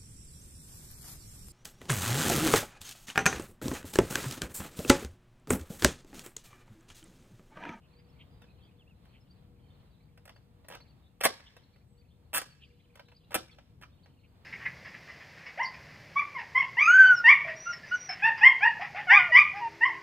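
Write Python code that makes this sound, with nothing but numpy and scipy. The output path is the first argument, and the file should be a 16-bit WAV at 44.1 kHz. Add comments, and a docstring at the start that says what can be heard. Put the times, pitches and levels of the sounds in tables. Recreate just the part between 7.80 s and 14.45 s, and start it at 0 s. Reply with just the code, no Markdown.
"""A plastic toy blaster is loaded and snapped a few metres away on a lawn beside a house.
Each snap is a quick run of knocks: noise bursts filtered into hollow body, shell clack and bright tick,
with scattered echoes from ground and walls. Small birds chirp near and far as gliding sines and rasps of
banded noise. Behind them lie a town rumble of shaped noise, a faint machine hum and microphone hiss."""
import sys
import numpy as np
from scipy import signal
from scipy.fft import rfft, irfft, next_fast_len
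from scipy.io import wavfile
from scipy.ndimage import uniform_filter1d

SR = 44100
rng = np.random.default_rng(int(sys.argv[2]) if len(sys.argv) > 2 else 0)


def to_wav(s):
    """Save 16-bit WAV."""
    ch = np.atleast_2d(s).T  # columns
    pcm = np.round(np.clip(ch, -1, 1) * 32767)  # PCM
    wavfile.write(sys.argv[1], SR, pcm.astype(np.int16))


def convert_level_to_amplitude(level_db):
    """Map a level in decibels to its linear amplitude factor."""
    exponent = np.asarray(level_db, float) / 20
    return 10 ** exponent


N = 293219
SIZE = next_fast_len(N + SR)  # transform length with room for tails
HZ = np.arange(SIZE // 2 + 1) * SR / SIZE


def along(table, column=1):
    """A table column read on a log-frequency axis."""
    table = np.array(table, float)
    return np.interp(np.log(HZ + 1), np.log(table[:, 0]), table[:, column])


def shape(x, gain):
    """Filter by a gain per frequency."""
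    return irfft(rfft(x, SIZE) * gain, SIZE)[..., :N]


def add(out, s, sound):
    """Mix a short sound in at a time in seconds."""
    part = out[int(s * SR):][:len(sound)]
    part += sound[:len(part)]


def unit(x):
    """Scale to rms 1."""
    return x / np.sqrt(np.mean(x ** 2))


def ring(hz, width_hz):
    """Causal resonance, gain 1 at its centre."""
    return 1 / (1 + 1j * (HZ ** 2 - hz ** 2) / (width_hz * (HZ + 1e-9)))


def steady(gain):
    """Gain that leaves white noise at the same power."""
    return gain / np.sqrt(np.mean(abs(gain) ** 2))


def walk(rate):
    """Random levels slewed at about rate per second; rms 1."""
    k = int(SR / rate)
    smooth = uniform_filter1d(rng.standard_normal(N), k)
    return unit(uniform_filter1d(smooth, k))


def blaster():
    """Every knock is a burst of tiny contacts that rings the hollow body, clacks in the shell and ticks."""
    # a part hits its stop and the air in the shell thumps: t/s, f/Hz, width/Hz, starting level/dB
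    thumps = [(3.456, 220, 150, -31), (5.559, 330, 60, -28)]
    # colour of each layer: f/Hz, relative level/dB per Hz
    body = [(120, -34), (250, -2.5), (500, 3.5), (900, 5), (1300, -28)]
    clack = [(800, -25.5), (1200, 3), (3000, -2), (4300, -9.5), (5500, -7), (7500, -34.5)]
    tick = [(4000, -21), (6500, -14.5), (8200, -3.5), (10000, -0.5), (12800, -4), (15000, -5.5),
            (16300, -26)]
    # seconds that body, clack and tick take to build up and to rattle away
    contact_s = np.array([.002, .0016, .0006])[:, None]
    rattle_s = np.array([.006, .0051, .0048])[:, None]

    t = np.arange(SR // 16) / SR
    fades = (1 - np.exp(-t / contact_s)) * np.exp(-t / rattle_s)
    fades = fades / fades.max(axis=1, keepdims=True)
    layers = np.zeros((3, N + SR))
    for s, *db in knocks():
        # contacts of uneven size
        size_db = 1.2 * rng.exponential(size=len(t))
        burst = unit(rng.standard_normal(len(t)) * convert_level_to_amplitude(size_db))
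        layers[:, int(s * SR):][:, :len(t)] += convert_level_to_amplitude(np.array(db)[:, None]) * burst * fades

    resonance = shell()
    colours = [steady(convert_level_to_amplitude(along(table)) * resonance) for table in (body, clack, tick)]
    sound = shape(layers[:, :N], np.array(colours)).sum(axis=0)
    for s, hz, width, db in thumps:
        add(sound, s, convert_level_to_amplitude(db) * np.exp(-np.pi * width * t) * np.sin(2 * np.pi * hz * t))
    return sound


def knocks():
    """All contacts as (s, body dB, clack dB, tick dB): lone knocks, then each slide ridge by ridge."""
    # single knocks of plastic on plastic: t/s, clack level/dB, brightness (tick above clack)/dB
    lone = [(0.618, -58.5, -14.5), (0.641, -63, -35), (1.252, -66.5, -11), (2.375, -59, -12.5),
            (2.454, -56.5, -0.5), (2.476, -53, -13), (2.492, -51.5, -16), (2.561, -60.5, -38),
            (2.845, -61.5, -35), (2.884, -52.5, 4.5), (2.949, -46, -11), (3.002, -59.5, -35),
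            (3.406, -45, -8.5), (3.41, -35, -6.5), (3.425, -46.5, -6), (3.45, -27, 7.5),
            (3.453, -21.5, -9.5), (3.457, -26.5, -24.5), (3.599, -57.5, -25.5), (3.765, -54.5, -12),
            (3.96, -67.5, -18.5), (4.531, -42, -9), (4.589, -51, -0.5), (4.615, -42, -2.5),
            (5.155, -56.5, -5.5), (5.172, -61, -17), (5.194, -51, -26.5), (5.284, -62, -26),
            (5.317, -59.5, -31.5), (5.555, -39, -0.5), (5.56, -35.5, -16), (5.785, -55.5, -42),
            (6.259, -61.5, -30)]
    # a part slides and chatters over ridges: start t/s, length/s, clack level/dB, brightness/dB
    slides = [(2.9, .046, -48.5, -16.5), (3.436, .013, -27.5, 0), (4.538, .044, -33, 2.5),
              (5.507, .024, -47.5, -13), (5.543, .011, -27, 0.5), (6.013, .03, -56.5, -12.5)]
    knock_body_db = -2.5  # hollow body relative to clack
    ridge_s, scatter_db = .0068, 2.5  # time between ridges of a bright slide; unevenness
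    dull_slows = .04  # a slower slide is duller: share of extra time between ridges per dB of dullness
    grip_db, grip_s = -1.5, .0059  # the clack starts this much weaker and builds up
    # glancing contacts hardly move the body, less the brighter (dB per dB)
    slide_body_db, body_per_bright = -11, -.51

    rows = [(s, db + knock_body_db, db, db + bright) for s, db, bright in lone]
    chances = rng.standard_normal((len(slides), 16, 3))
    for (s, length, db, bright), chance in zip(slides, chances):
        gap = ridge_s * (1 + dull_slows * max(-bright, 0))
        for t, uneven in zip(np.arange(0, length, gap), scatter_db * chance):
            offsets = [slide_body_db + body_per_bright * bright, grip_db * np.exp(-t / grip_s), bright]
            rows.append((s + t, *(db + uneven + offsets)))
    return rows


def shell():
    """Plastic shell as a direct path plus damped resonances in parallel."""
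    # shell modes: f/Hz, width/Hz (widened 2.5 times below), level/dB (raised 1 dB below)
    modes = [(563, 37, -2), (968, 22, 3.5), (1633, 67, -6.5), (1883, 13, -5.5), (2345, 23, -4.5),
             (2650, 19, -3)]
    return 1 + convert_level_to_amplitude(1) * sum(convert_level_to_amplitude(db) * ring(hz, 2.5 * width) for hz, width, db in modes)


def diffuse(count):
    """Two-channel noise from all around, partly shared by the microphone ports."""
    # how alike diffuse sound is at the two ports: f/Hz, likeness/0-1
    likeness = [(60, .95), (300, .8), (1200, .2), (3000, .4), (9000, .7)]
    mid, side = rfft(rng.standard_normal((2, count)), SIZE)
    alike = np.clip(along(likeness), 0, 1)
    shared = np.sqrt((1 + alike) / 2) * mid
    opposed = np.sqrt((1 - alike) / 2) * side * np.array([[1], [-1]])
    return irfft(shared + opposed, SIZE)[:, :count]


def yard(x, near_db, far_db):
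    """Scattered echoes: a short tail from ground and wall, a later long one from the houses around."""
    # echo decay: f/Hz, near walls t60/s, far houses t60/s
    decay = np.array([(300, 0.18, 0.26), (2500, 0.092, 0.91), (5000, 0.21, 1), (10090, 0.069, 0.33)])
    t = np.arange(SR) / SR
    noise, answer = rfft(diffuse(SR), SIZE), 0
    for hz in 150 * 2 ** np.arange(7):
        near, far = (np.interp(np.log(hz), np.log(decay[:, 0]), decay[:, k]) for k in (1, 2))
        near_tail = convert_level_to_amplitude(near_db - 60 * t / near) * (1 - np.exp(-t / .00073))
        far_tail = convert_level_to_amplitude(far_db - 60 * t / far) * (1 - np.exp(-t / .025))
        octave = np.cos(np.pi / 2 * np.clip(np.log2((HZ + 1) / hz), -1, 1)) ** 2
        answer = answer + irfft(noise * octave, SIZE)[:, :SR] * (near_tail + far_tail)
    echoes = shape(x, rfft(answer, SIZE) / np.sqrt(SR / 100))
    # fast random level changes roughen the echoes
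    return echoes * convert_level_to_amplitude(1.5 * walk(250))


def birds():
    """Near birds echo a little; the far chorus is blurred by echoes and comes in bouts."""
    # fast uneven loudness roughens the clear near notes
    near = clear_notes() * convert_level_to_amplitude(4.0 * walk(200)) + hoarse_chirps()
    far = far_chips()
    chorus = unit(far + yard(far, -5, -11)) * bouts()
    flock = near + yard(near, -16, -26) + chorus
    # the birds sit to one side of the toy, so they reach the left port first
    lead_s = .00013
    return shape(flock, np.exp(1j * np.pi * HZ * lead_s * np.array([[1], [-1]])))


def whistle(length, hz, db):
    """A near-sine gliding through three pitches, smoothed at the bend, under a rounded envelope."""
    u = np.linspace(0, 1, int(length * SR))
    pitch = uniform_filter1d(np.interp(u, [0, .5, 1], hz), len(u) // 4)
    return convert_level_to_amplitude(db) * np.sin(np.pi * u) ** .7 * np.sin(2 * np.pi * np.cumsum(pitch) / SR)


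def clear_notes():
    """Pure bird notes as whistles, either arched or straight."""
    # arched chips, up then down: t/s, length/s, top f/Hz before smoothing, peak level before roughening/dB
    arches = [(0.112, .051, 4564, -75), (0.822, .055, 4920, -74), (1.054, .081, 2974, -68),
              (1.496, .043, 4851, -69), (1.93, .038, 4300, -75), (2.543, .044, 4780, -65),
              (3.005, .032, 4600, -63), (3.078, .044, 4720, -69), (4.168, .057, 4830, -74),
              (5.345, .043, 4945, -68)]
    # straight whistles: t/s, length/s, start f/Hz, end f/Hz, peak level before roughening/dB
    glides = [(.16, 0.054, 4500, 4940, -68.5), (0.284, 0.0317, 5280, 5250, -78),
              (.5, 0.14, 4870, 4800, -81), (0.61, .04, 3850, 3380, -68.5),
              (.988, 0.0455, 3680, 2500, -63.5), (1.78, 0.22, 3150, 3070, -80),
              (1.4, .035, 5340, 5160, -77), (3.1, 0.036, 2980, 2500, -77.5), (4.049, .15, 8200, 7800, -83),
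              (4.694, 0.0487, 4726, 4370, -65), (5.712, 0.03, 4700, 3920, -60.5),
              (6.23, 0.025, 4580, 4410, -68.5)]
    rise_hz, fall_hz = 730, 650  # climb to the top of an arch and drop from it
    notes = np.zeros(N)
    for s, length, hz, db in arches:
        add(notes, s, whistle(length, [hz - rise_hz, hz, hz - fall_hz], db))
    for s, length, start, end, db in glides:
        add(notes, s, whistle(length, [start, (start + end) / 2, end], db))
    return notes


def hoarse_chirps():
    """Rasping calls of band-passed noise that swell and fade."""
    # chirps: t/s, length/s, centre f/Hz, width/Hz, rasp level before the envelope/dB
    calls = [(0, 0.089, 2730, 605, -72), (0.173, 0.05, 2430, 1560, -70.5), (0.38, 0.065, 2750, 1140, -58),
             (0.642, 0.1, 2540, 250, -70), (.79, 0.1145, 3293, 400, -69.5), (1.313, 0.087, 2640, 1210, -66),
             (3.212, 0.094, 3650, 400, -74), (3.651, 0.049, 3240, 796, -57),
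             (4.801, 0.07, 2920, 915, -57.5), (4.993, 0.027, 2240, 399.5, -71.5),
             (5.687, 0.026, 2260, 500, -61), (5.703, 0.048, 3397, 405, -64.5),
             (6.423, 0.052, 2650, 880, -67)]
    chirps = np.zeros(N)
    for s, length, hz, width, db in calls:
        band = signal.butter(4, [hz - width / 2, hz + width / 2], "band", fs=SR, output="sos")
        rasp = unit(signal.sosfilt(band, rng.standard_normal(SR // 8)))[-int(length * SR):]
        add(chirps, s, convert_level_to_amplitude(db) * rasp * np.hanning(len(rasp)))
    return chirps


def far_chips():
    """A crowd of quick steep whistles, up then down, at random times, pitches and levels."""
    far = np.zeros(N)
    for when, long, pitch, up, down, size in rng.random((400, 6)):
        hz = 2400 + 2400 * pitch
        chip = whistle(.012 + .025 * long, [hz - 1300 * up, hz, hz - 1500 * down], -15 * size)
        add(far, when * N / SR, chip)
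    return far


def bouts():
    """Gain of the far chorus: a lull, with bouts that fade in and out."""
    # far birds sing in bouts: start t/s, length/s, level added to the lull/dB
    singing = [(0.103, 0.861, -81.5), (1.25, 0.335, -84), (1.78, 0.506, -82), (2.884, 0.2, -75),
               (3.543, 0.46, -76.5), (4.18, 0.168, -81.5), (4.623, 0.99, -80), (6.099, 0.37, -79.5)]
    fade_s, lull_db = .14, -89.5
    t = np.arange(N) / SR

    def on(s):
        """Ramp from 0 to 1 centred on a time."""
        return np.clip((t - s) / fade_s + .5, 0, 1)

    return convert_level_to_amplitude(lull_db) + sum(convert_level_to_amplitude(db) * (on(s) - on(s + length)) for s, length, db in singing)


def town():
    """Far traffic as shaped diffuse noise that swells slowly, the tyres more than the engines."""
    # rumble colour: f/Hz, relative level/dB per Hz
    colour = [(25, -22), (45, -5), (70, 1), (150, -2.5), (220, -9), (350, -17.5), (900, -25.5),
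              (1500, -33.5), (4300, -37.5), (6000, -52.5)]
    # swell of the rumble: t/s, level/dB
    traffic = [(0, 3), (.8, 3.5), (1.6, 2), (3, 0.5), (4.3, -0.5), (5.5, -0.5), (6.65, 2)]
    level_db = -60.5  # before the swell
    tyres_hz, tyres_swell = 606, 1.4  # tyre noise lies above; it swells this many times the dB
    swell_db = np.interp(np.arange(N) / SR, *np.transpose(traffic))
    roar = unit(shape(diffuse(N), convert_level_to_amplitude(along(colour)))) * convert_level_to_amplitude(level_db)
    engines = shape(roar, 1 / (1 + (HZ / tyres_hz) ** 4))
    tyres = roar - engines
    # both waver at random, the tyre noise in quicker, stronger lumps
    engines = engines * convert_level_to_amplitude(swell_db + 1.1 * walk(3.7))
    return engines + tyres * convert_level_to_amplitude(tyres_swell * swell_db + 2.1 * walk(8))


def machine_hum():
    """Noise through a narrow double resonance: a faint tone of wavering level."""
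    tone = unit(shape(rng.standard_normal(N), ring(480.1, 9.0) ** 2))
    return tone * convert_level_to_amplitude(-78 + 2.5 * walk(3))


def hiss():
    """Even microphone hiss: flat noise up to 15.2 kHz."""
    return convert_level_to_amplitude(-82.5) * shape(diffuse(N), HZ < 15200)


def scene():
    """Toy with its echoes, birds and background."""
    toy = blaster()
    echoes = yard(toy, near_db=-5, far_db=-29)
    return toy + echoes + birds() + town() + machine_hum() + hiss()


def band_limit(x):
    """A steep low-pass at the top of the band."""
    return signal.sosfilt(signal.butter(12, 16670, fs=SR, output="sos"), x)


def record(dry):
    """Two microphone ports that differ in phase and level with frequency."""
    # left port against right: f/Hz, left phase lead/rad
    port_phase = [(0, 0), (600, -.9), (1100, -1.1), (1500, .3), (2700, -1.4), (3400, -1.4), (3900, -3.1),
                  (6000, -3.3), (6600, -1.2), (7500, -1.4), (8500, 0), (9300, .2), (10700, 2.9),
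                  (11500, 3.2), (13200, 6.1), (14300, 6.3), (15700, 9.2)]
    # left port against right: f/Hz, left minus right level/dB
    port_balance = [(150, 3.5), (380, 1.5), (700, -1.5), (1300, -6), (2400, -1.5), (4400, 1)]
    lead = np.interp(HZ, *np.transpose(port_phase))
    # each port takes half of the difference
    half = convert_level_to_amplitude(along(port_balance) / 2) * np.exp(.5j * lead)
    mix = shape(dry, np.array([half, 1 / half]))
    return band_limit(mix)


dry = scene()
out = record(dry)
to_wav(out)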